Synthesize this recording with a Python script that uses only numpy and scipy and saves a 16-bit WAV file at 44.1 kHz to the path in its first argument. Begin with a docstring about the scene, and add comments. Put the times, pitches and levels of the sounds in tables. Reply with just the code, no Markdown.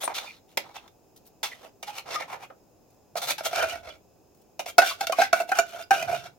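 """In a small kitchen with a faint high whine, a steel spoon works in a hand-held tin of fish flakes, close up.
At first packed fish damps the base: light knocks, short scrapes and squeaks, with a wet crackle of flakes.
After 3 s the base is barer for moments, and from 4.8 s it clonks louder and rings longer, to the end.
Each contact is random or pitched force driving resonances of the tin's base, overtones and wall, plus grit.
Two microphones hear the spoon with different close echoes, balance, delay and room tail."""
import sys
import numpy as np
from scipy import signal
from scipy.fft import rfft, irfft, next_fast_len
from scipy.io import wavfile
from scipy.ndimage import map_coordinates

SR = 44100
rng = np.random.default_rng(int(sys.argv[2]) if len(sys.argv) > 2 else 0)


def put_to_file(sound):
    """Save the sound as 16-bit audio at rate SR, in the file named by the first command-line argument."""
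    columns = np.atleast_2d(sound).T  # one column per channel
    safe = np.clip(columns, -1, 1)
    whole_steps = np.round(safe * 32767)
    wavfile.write(sys.argv[1], SR, whole_steps.astype(np.int16))


N = 281358  # samples in the scene
SIZE = 8192  # samples in the window of one contact
T = np.arange(SIZE) / SR  # s
HZ = np.fft.rfftfreq(SIZE, 1 / SR)


def amp(db):
    """Decibels to gain."""
    return 10 ** (np.asarray(db) / 20)


def rms(x):
    """Root mean square, kept above zero."""
    return np.sqrt(np.mean(x ** 2) + 1e-20)


def to_level(x, length, db):
    """Bring x to an rms level in dB, taken over its first length seconds."""
    return amp(db) * x / rms(x[:, :int(length * SR)])


def along(points, hz):
    """(Hz, value) points read on a log frequency axis."""
    point_hz, values = np.transpose(points)
    return np.interp(np.log(hz + 1), np.log(point_hz + 1), values)


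def filtered(x, response):
    """x times a response of frequency."""
    padded = next_fast_len(N + SR // 2)
    spectrum = rfft(x, padded) * response(np.fft.rfftfreq(padded, 1 / SR))
    return irfft(spectrum, padded)[..., :N]


def causal(points):
    """Minimum-phase response with the given (Hz, dB) colour, so nothing sounds before the contact."""
    cepstrum = irfft(np.log(amp(along(points, HZ))))
    cepstrum[1:SIZE // 2] *= 2
    cepstrum[SIZE // 2 + 1:] = 0
    return np.exp(rfft(cepstrum))


def resonances(modes, hz, stretch=1, damping=0, varied=0):
    """Sum of (Hz, width Hz, dB) modes, retuned, damped and, if varied, excited at chance strengths."""
    total = 0
    for mode_hz, width, db in modes:
        centre = mode_hz * stretch
        damped = width + damping
        chance_db = 2 * varied * rng.normal()
        drive = 1j * hz * np.sqrt(damped * width)
        total = total + amp(db + chance_db) * drive / (centre * centre - hz * hz + 1j * hz * damped)
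    return total


def wobble(rate):
    """A smooth random curve over one contact, rate knots a second."""
    return map_coordinates(rng.standard_normal(1024), [T * rate], mode="wrap")


def swell(length, edge):
    """Pressure rises, holds and lets go."""
    rise = np.clip(T / edge, 0, 1)
    return rise * np.clip((length - T) / edge + .5, 0, 1)


def add(track, s, sound):
    """Mix a sound in at time s, cut where it would leave the track."""
    i = round(s * SR)
    part = sound[:, max(-i, 0):max(N - i, 0)]
    first = max(i, 0)
    track[:, first:first + part.shape[1]] += part


def background():
    """Steady room noise with a faint high whine: noise shaped by frequency, partly unlike in the microphones."""
    # Hush of the kitchen. Each row: frequency in Hz, density in dB per Hz.
    quiet = [(15, -57), (25, -17.5), (97, -11), (249, -11.5), (394, -9.5), (677, -15.5), (734, -13),
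             (796, -16), (1190, -28), (2160, -39), (2550, -31), (2990, -38), (6740, -37.5), (8830, -43),
             (16000, -34)]
    # Whine, its response applied twice. Each row: frequency in Hz, width in Hz, level in dB per pass.
    whine_modes = [(2600, 340, -1.5), (5230, 300, 1), (6500, 1300, 0)]

    def noise(response, width):
        mid, side = filtered(rng.standard_normal((2, N)), response)
        pair = np.array([mid + width * side, mid - width * side])
        return pair / rms(pair)

    room = noise(lambda f: amp(along(quiet, f)), width=.55)
    whine = noise(lambda f: resonances(whine_modes, f) ** 2, width=1.0)
    return amp(-60.0) * room + amp(-74.0) * whine


def kitchen(x):
    """The room's tail: noise that dies at a rate set by frequency, different at each microphone."""
    # Decay of the room. Each row: frequency in Hz, time to fall 60 dB in seconds.
    decay = [(150, 0.61), (600, 0.16), (1500, 0.18), (4000, 0.2), (9000, 0.12), (16000, 0.14)]
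    hz, t, z = signal.stft(rng.standard_normal((2, SR // 2)), SR, nperseg=256)
    dying = z * amp(-60 * t / along(decay, hz)[:, None])
    tail = signal.istft(dying, SR, nperseg=256)[1]
    tail *= np.clip(np.arange(tail.shape[1]) / SR / 0.0013, 0, 1)  # builds up over 1.3 ms
    wet = signal.fftconvolve(x, tail / np.linalg.norm(tail[0]), axes=1)[:, :N]
    colour = [(300, -10.5), (700, -9.5), (1500, -7.5), (3000, -8.5), (12000, -8)]  # (Hz, dB)
    return filtered(wet, lambda f: amp(along(colour, f)))


def placed(x):
    """Sound reaches the left microphone port just before the right; each port has its own colour."""
    # Balance of the ports. Each row: frequency in Hz, left minus right in dB.
    balance = [(100, -3.5), (400, -4.5), (700, -6), (1100, 2.5), (1500, 0), (2400, -2.5), (4500, -1),
               (6300, -3), (8000, 8), (10000, 7), (13000, 2)]

    def ports(f):
        ratio = amp(along(balance, f))
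        lag = np.exp(-2j * np.pi * f * 4e-5)  # right port 40 microseconds later
        return np.array([ratio, lag]) * np.sqrt(2 / (1 + ratio ** 2))

    return filtered(x, ports)


def scattered(spectrum, share, t60):
    """Tin, bowl and counter throw a different cluster of close echoes to each microphone."""
    echoes = rng.standard_normal((2, SIZE)) * amp(-60 * T / t60) * (T > .0004)
    echoes = echoes / np.linalg.norm(echoes[0])
    fade = np.clip(10 * (1 - T / T[-1]) - 1, 0, 1)
    return fade * irfft(spectrum * (1 + share * rfft(echoes)))


def flakes():
    """Moist flakes part and land in the bowl with a faint sticky crackle of unsteady noise."""
    # Wet flakes slide off the spoon. Each row: start in seconds, end in seconds, level in dB.
    slides = [(1.153, 1.181, -53), (1.25, 1.285, -55.5), (2.88, 2.875, -53.5), (2.895, 2.948, -68),
              (4.341, 4.426, -66.5)]
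    # Colour of the crackle. Each row: frequency in Hz, density in dB per Hz.
    wet_colour = [(600, -18.5), (1500, -13), (3100, -7.5), (5000, -2.5), (8000, -6), (16000, 0)]
    out = np.zeros((2, N))
    for start, end, db in slides:
        force = rng.standard_normal(SIZE) * amp(9.7 * wobble(330)) * swell(end - start, edge=0.007)
        crackle = scattered(rfft(force) * causal(wet_colour), share=1.0, t60=0.037)
        add(out, start, to_level(crackle, end - start, db))
    return out


def narrow(rows, width, edge, share):
    """Short swells of friction locked near one pitch; rows hold start s, end s, pitch Hz, level dB."""
    out = np.zeros((2, N))
    for start, end, pitch, db in rows:
        force = rng.standard_normal(SIZE) * swell(end - start, edge)
        band = resonances([(pitch, pitch * width, 0)], HZ) ** 2
        tone = scattered(rfft(force) * band, share, t60=0.013)
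        add(out, start, to_level(tone, end - start, db))
    return out


def squeaks():
    """The spoon's edge sticks and slips on bare metal: noise squeezed into a narrow band."""
    # Squeaks. Each row: start in seconds, end in seconds, pitch in Hz, level in dB.
    slips = [(.033, .06, 8940, -31.5), (.262, .312, 2430, -46.5), (.755, .79, 2700, -51),
             (1.512, 1.535, 2037, -43.5), (1.868, 1.91, 826, -39), (2.19, 2.235, 2130, -42),
             (3.585, 3.645, 1480, -29.5), (4.825, 4.865, 1516, -35), (4.884, 4.906, 3360, -37.5),
             (4.906, 4.918, 1100, -34.5), (5.12, 5.134, 1130, -31.5), (5.19, 5.21, 4090, -35),
             (5.52, 5.535, 1490, -32), (5.587, 5.602, 6930, -31)]
    return narrow(slips, width=0.13, edge=0.006, share=0.48)


def fish_damping(s):
    """Fish left on the base soaks up its ringing: width in Hz added to its resonances at time s."""
    # Fish on the base. 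Each row: time in seconds, added width in Hz.
    fill = [(0, 300), (2.5, 190), (3.2, 145), (3.6, 11), (4.6, 110), (4.8, 20), (6.4, 7.8)]
    return np.interp(s, *np.transpose(fill))


def fishiness(s):
    """How far fish muffles the tin at time s, 0-1."""
    damping = fish_damping(s)
    return damping / (damping + 23)  # half the muffling at 23 Hz of added width


def friction(pressure, apart):
    """Spectrum of a rough contact force as each microphone hears it; apart = strength of the unlike noise."""
    common, left, right = rng.standard_normal((3, SIZE))
    return rfft(pressure * (common + apart * np.array([left, right])))


def locked(pressure, hz, drift, turn):
    """Spectrum of a chatter in step with one mode; drift and turn (between microphones) in radians."""
    phase = 2 * np.pi * hz * T + drift * wobble(85)  # the pitch bends as the pressure shifts
    return rfft(pressure * np.sin([phase + turn, phase]))


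def tin(pressure, s, length, base_hz, wall_hz, levels, rasp, lock):
    """A contact drives base, overtones, wall and grit, each to its rms level over the given length."""
    # Modes of the tin's base. Each row: frequency in Hz, width in Hz, strength in dB.
    base_modes = [(680.5, 80, 11), (800, 50, -23), (910, 84, -15)]
    # Overtones of the base. Each row: frequency in Hz, width in Hz, strength in dB.
    overtone_modes = [(1206, 68.7, -14), (1430, 57, -9), (1453, 91, 28.5), (1612, 66, 3), (1550, 54, -1)]
    # Modes of the wall. Each row: frequency in Hz, width in Hz, strength in dB.
    wall_modes = [(2104, 43, -5), (2330, 104, 9.5), (2745, 74, 6), (2850, 71, -6.5), (3623, 112.6, 1.5),
                  (4004, 56, 2.5), (4454, 440, 1), (5100, 340, -8), (5364, 138, 2.5), (5790, 340, -5.5),
                  (6200, 86, -16.5), (7614, 63, -19.5)]
    # The whole tin flexing in the hand. 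Each row: frequency in Hz, width in Hz, strength in dB.
    body_modes = [(330, 160, -12), (398, 50, 0)]
    # Toneless rasp beside the wall's ring. Each row: frequency in Hz, density in dB per Hz.
    rasp_colour = [(200, -49), (700, -19), (1300, -13.5), (1950, -14.5), (3200, 6), (4500, -0.5),
                   (6400, -5), (7600, -11), (12000, -55)]
    # Grit in the contact. Each row: frequency in Hz, density in dB per Hz.
    grit_colour = [(3000, -46), (6000, -1.5), (7200, -3), (9000, -6), (11000, -2.5), (13000, -0.5),
                   (15500, -10.5), (17000, 0.5)]

    def level(spectrum):
        part = irfft(spectrum) * np.clip(9 - 10 * T / T[-1], 0, 1)
        return to_level(part, length, 0)

    damping = fish_damping(s)
    stretch = base_hz / 702  # the spoon's pressure stiffens the base; 702 Hz under a light touch
    overtone_stretch = stretch ** .45 * (1 - damping / 1700)
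    base = resonances(base_modes, HZ, stretch, damping, varied=0.76)
    base = base * resonances([(base_hz, 380 + 2 * damping, 0)], HZ)
    overtones = resonances(overtone_modes, HZ, overtone_stretch, 1.8 * damping, varied=0.69)
    overtones = overtones * resonances([(1320, 780, 0)], HZ)
    wall = resonances(wall_modes, HZ, 1 + 0.038 * rng.normal(), .55 * damping, varied=0.73)
    wall = wall + rasp * causal(rasp_colour)
    # the point of contact favours one region of the wall
    wall = wall * (1 + 1.38 * resonances([(wall_hz, 550, 0)], HZ))

    # on bare metal the spoon chatters in step with the base, so the tone turns clean
    clean = np.clip(lock * np.exp(-damping / 110), 0, .98)
    base_tone = locked(pressure, base_hz, drift=0.43, turn=0) * resonances([(base_hz, 105, 0)], HZ)
    overtone_hz = 1510 * overtone_stretch
    high_tone = locked(pressure, overtone_hz, drift=0.74, turn=1.0)
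    high_tone = high_tone * resonances([(overtone_hz, 80, 0)], HZ)

    slips = pressure * amp(2.2 * wobble(900))
    flexing = friction(slips, 0.1) * resonances(body_modes, HZ) * resonances([(406, 760, 0)], HZ)
    rough_base = level(friction(slips, 1.0) * base)
    rough_overtones = level(friction(slips, .7) * overtones)
    boom = np.sqrt(1 - clean) * rough_base + np.sqrt(clean) * level(base_tone)
    boom = boom + amp(-21.5) * level(flexing)
    ring = np.sqrt(1 - .7 * clean) * rough_overtones + np.sqrt(.7 * clean) * level(high_tone)
    wall_sound = level(friction(slips, 1.0) * wall)
    grit = level(friction(slips, 1.0) * causal(grit_colour))
    parts = [boom, ring, wall_sound, grit]
    return sum(to_level(part, length, db) for db, part in zip(levels, parts))


def catches(curve):
    """Split a scrape into overlapping catches: (start s, length s, pressure, level dB, boom dB)."""
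    attack_s, release_s = 0.015, 0.033  # the spoon touches down and lifts off
    times, level_db, boom_db = np.transpose(curve)
    count = max(round((times[-1] - times[0]) / .05), 1)  # about one catch every 50 ms
    centres, step = np.linspace(times[0], times[-1], count + 1, retstep=True)
    for start in centres - step:
        t = start + T
        nearest_end = np.minimum((t - times[0]) / attack_s, (times[-1] - t) / release_s)
        touching = np.clip(nearest_end + .5, 0, 1)
        hump = np.sin(np.pi * np.minimum(T / (2 * step), 1))
        pressure = touching * hump * amp(np.interp(t, times, level_db))
        db = 20 * np.log10(rms(pressure[:int(2 * step * SR)]))
        boom = np.average(np.interp(t, times, boom_db), weights=pressure ** 2)
        yield start, 2 * step, pressure, db, boom


def scrape_levels(wall_db, boom_db, edge_db, fish):
    """Levels of base, overtones, wall and grit; overtones start from half the boom, muffled by fish."""
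    overtone_db = boom_db / 2 + 2.5 - 11 * fish  # 2.5 dB up on bare metal; fish takes off 11 dB at most
    return wall_db + np.array([boom_db, overtone_db, 0, edge_db])


def strokes():
    """Dragging is a dense run of tiny slips that clump and chirp at each catch, bumping over the ridges."""
    # The spoon drags over metal and fish. Each row: base pitch in Hz, wall pitch in Hz, grit over wall
    # in dB, and a list of points: time in seconds, level of the wall in dB, base over wall in dB.
    drags = [(755, 4200, 4, [(.01, -40, -3), (.045, -39.5, -1.5), (.068, -47, 3)]),
             (834, 1900, -8, [(.085, -57, 10), (.11, -47, 15), (.135, -56.5, 8)]),
             (780, 3700, -5.5, [(.143, -35.5, -15.5), (.18, -32, -8.5), (.21, -46, 12), (.28, -51, -11),
             (.39, -64, -4.5)]), (730, 3500, 0.5, [(.485, -67, -5), (.545, -65, -6)]),
             (820, 3500, -5.5, [(.64, -60, 11), (.73, -64.5, 8.5), (.768, -42.5, 0), (.8, -66, -2),
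             (.87, -66.5, 17)]), (651, 3200, -2, [(1.5, -51.5, -2), (1.6, -63, -1), (1.645, -55, 10),
             (1.69, -65, 9)]), (806, 2550, -3.5, [(1.865, -42.5, -14), (1.9, -45.5, 4.5), (1.925, -56, 5),
             (1.985, -36.5, -7), (2.02, -59, 8)]), (714, 1600, -12, [(2.05, -56, 14), (2.155, -30.5, -6.5),
             (2.18, -51, -12), (2.21, -39, 7.5), (2.265, -61.5, 7)]), (820, 2450, -5.5, [(2.275, -55.5, 4),
             (2.335, -42, 7.5), (2.38, -67, 23), (2.44, -46, 1.5), (2.47, -70.5, -2)]),
             (715, 3900, 1, [(3.165, -34.5, 5), (3.185, -34.5, 1), (3.205, -57.5, 7), (3.225, -33.5, -5.5),
             (3.265, -38.5, 5), (3.31, -25, -8), (3.34, -50, 4)]), (670, 3200, 1.5, [(3.43, -54, -1),
             (3.463, -26.5, -1), (3.49, -47, -1)]), (677, 2600, -5.5, [(3.505, -47, 11), (3.555, -32.5, -2),
             (3.595, -33.5, 2.5), (3.635, -32, 12.5), (3.67, -45, 6), (3.695, -35.5, -18),
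             (3.735, -41.5, 14.5), (3.81, -61.5, 0)]), (643, 2350, -10, [(3.83, -58.5, 13),
             (3.895, -45, 3.5), (3.92, -62.5, 0), (3.96, -55, 1)]), (636, 2800, 3, [(4.675, -44, 4),
             (4.7, -36.5, -10.5)]), (690, 3400, -2, [(4.83, -38, 7), (4.875, -28.5, -14), (4.925, -40, -6),
             (4.975, -61, -4), (5.04, -36.5, 9)]), (780, 2550, -6, [(5.145, -55.5, -15), (5.215, -27.5, -4),
             (5.25, -36.5, -4.5), (5.29, -59.5, 4)]), (725, 2300, -2, [(5.355, -36, 4), (5.395, -42.5, -2),
             (5.43, -49.5, -2)]), (800, 3000, 0.5, [(5.48, -51, 3), (5.555, -50.5, -2),
             (5.58, -30.5, 6.5)]), (698, 3400, -2.5, [(5.66, -53.5, -5), (5.75, -48.5, 1), (5.78, -51, 33),
             (5.828, -41, -22)]), (690, 2700, -6, [(5.926, -31.5, 5), (5.99, -39, 1), (6.02, -41, 5),
             (6.07, -49, 16.5), (6.125, -38.5, 12), (6.165, -42, -10), (6.235, -56, 2), (6.262, -45, 5.5),
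             (6.3, -67, 6)])]
    # The ridges of the base shake the held tin. Each row: time in seconds, rate of crossing them in Hz,
    # level relative to the base in dB.
    ridges = [(2.1, 128, -26.5), (3.3, 150, -24.5), (3.58, 80, -30.5), (3.8, 66, -15), (5.2, 85, -31),
              (5.9, 110, -29), (6.05, 118, -16)]
    pitch_scatter = 0.026  # fraction; the base is stiffened a little differently at every catch
    wall_scatter, chirp_scatter = .13, .35  # octaves; the point of contact wanders
    out, bumps, chirps = np.zeros((2, N)), [], []
    ridge_s, ridge_hz, ridge_db = np.transpose(ridges)
    for base_hz, wall_hz, edge_db, curve in drags:
        for start, length, pressure, db, boom_db in catches(curve):
            fish = fishiness(start + length / 2)
            levels = scrape_levels(db, boom_db, edge_db, fish)
            pitch = base_hz * (1 + pitch_scatter * rng.normal())
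            region = wall_hz * 2 ** (wall_scatter * rng.normal())
            slips = pressure * amp(2.8 * wobble(190))  # slips clump
            rasp = 0.2 + 0.33 * fish  # rasp on bare metal, and what fish adds
            add(out, start, tin(slips, start, length, pitch, region, levels, rasp, lock=0.63))

            bump_db = db + boom_db + np.interp(start, ridge_s, ridge_db)
            bumps.append((start, start + length, np.interp(start, ridge_s, ridge_hz), bump_db))
            hardest = start + T[np.argmax(slips)]
            chirp_hz = wall_hz * 2 ** (chirp_scatter * rng.normal())
            chirps.append((hardest, hardest + 0.013, chirp_hz, db - 3))  # 3 dB under the wall
    thrum = narrow(bumps, width=.55, edge=.03, share=.2)
    return out + thrum + narrow(chirps, width=0.041, edge=0.0052, share=0.82)


def knocks():
    """Each blow is a sharp contact followed by a dying chatter of the spoon's edge."""
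    # The spoon strikes the tin. Each row: time in seconds, chatter length in seconds (a fall of 36 dB),
    # base pitch in Hz, level of the base in dB, overtones over base in dB, wall over base in dB.
    blows = [(.033, .023, 716, -36, -22, -5), (0.076, 0.019, 790, -26.5, -25, -16),
             (0.572, 0.025, 693, -28, -23.5, 2.5), (0.877, 0.021, 726, -70, 7, 12),
             (1.43, .08, 862, -32.5, -8.5, 4.5), (1.827, 0.0314, 661, -42, -10.5, 2.5),
             (2.5, 0.057, 659, -46.5, -6.5, -38), (3.154, 0.021, 720, -29.5, -17.5, -17),
             (3.38, 0.067, 885, -38.5, -4.5, 1), (3.407, 0.0046, 654, -34, -9, -17.5),
             (3.529, 0.024, 707, -27.5, -14, -16.5), (4.593, 0.0402, 742, -30.5, -17, -4),
             (4.659, 0.055, 706, -36, -26, -4.5), (4.781, 0.037, 691.7, -9, -3.5, -9),
             (4.817, 0.0399, 759, -24.5, 2.5, -6.5), (5.008, 0.02, 781, -26, -11, -5.5),
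             (5.069, 0.022, 686, -36, 0, 6.5), (5.096, 0.0224, 652, -23.5, -16, -23.5),
             (5.121, 0.029, 738, -30, -12, -1.5), (5.184, 0.049, 684, -16.5, -15, -20.5),
             (5.196, .04, 721, -20, -20, -19), (5.216, 0.0349, 784, -20, -0.5, -10),
             (5.328, 0.032, 693, -16, -2, -10), (5.4, .051, 691, -22, -11.5, -12.5),
             (5.49, .03, 726, -31.5, -29, -10), (5.516, 0.023, 750, -22.5, 0, -11.5),
             (5.551, 0.049, 696, -41.5, 6, 2), (5.586, 0.033, 688, -16.5, -3.5, -7.5),
             (5.907, 0.043, 783, -14, -7, -14), (6.025, .018, 687, -28, -22, -7.5),
             (6.093, .045, 693, -24.5, -38, -19), (6.127, 0.061, 685.7, -24.5, -31, -19.5)]
    out = np.zeros((2, N))
    for s, chatter, base_hz, db, overtone_db, wall_db in blows:
        pressure = amp(-36 * T / chatter) * (1 - np.exp(-T / .001))  # contact builds in about 1 ms
        # every blow lands at about the same angle: grit stays 4 dB under the wall
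        levels = db + np.array([0, overtone_db, wall_db, wall_db - 4])
        # the more a blow lands on the wall, the higher it rings there: an octave per 52 dB
        wall_hz = 2980 * 2 ** (wall_db / 52)
        add(out, s, tin(pressure, s, .017, base_hz, wall_hz, levels, rasp=.18, lock=1.03))
    return out


def scene():
    """Spoon, tin and flakes close to the microphones, with the kitchen around them."""
    spoon = placed(knocks() + strokes() + flakes() + squeaks())
    return spoon + kitchen(spoon) + background()


def record(dry):
    """Peaks past full scale clip; then nothing is kept from 16.2 kHz up."""
    return filtered(np.clip(dry, -1, 1), lambda f: f < 16200)


dry = scene()
out = record(dry)
put_to_file(out)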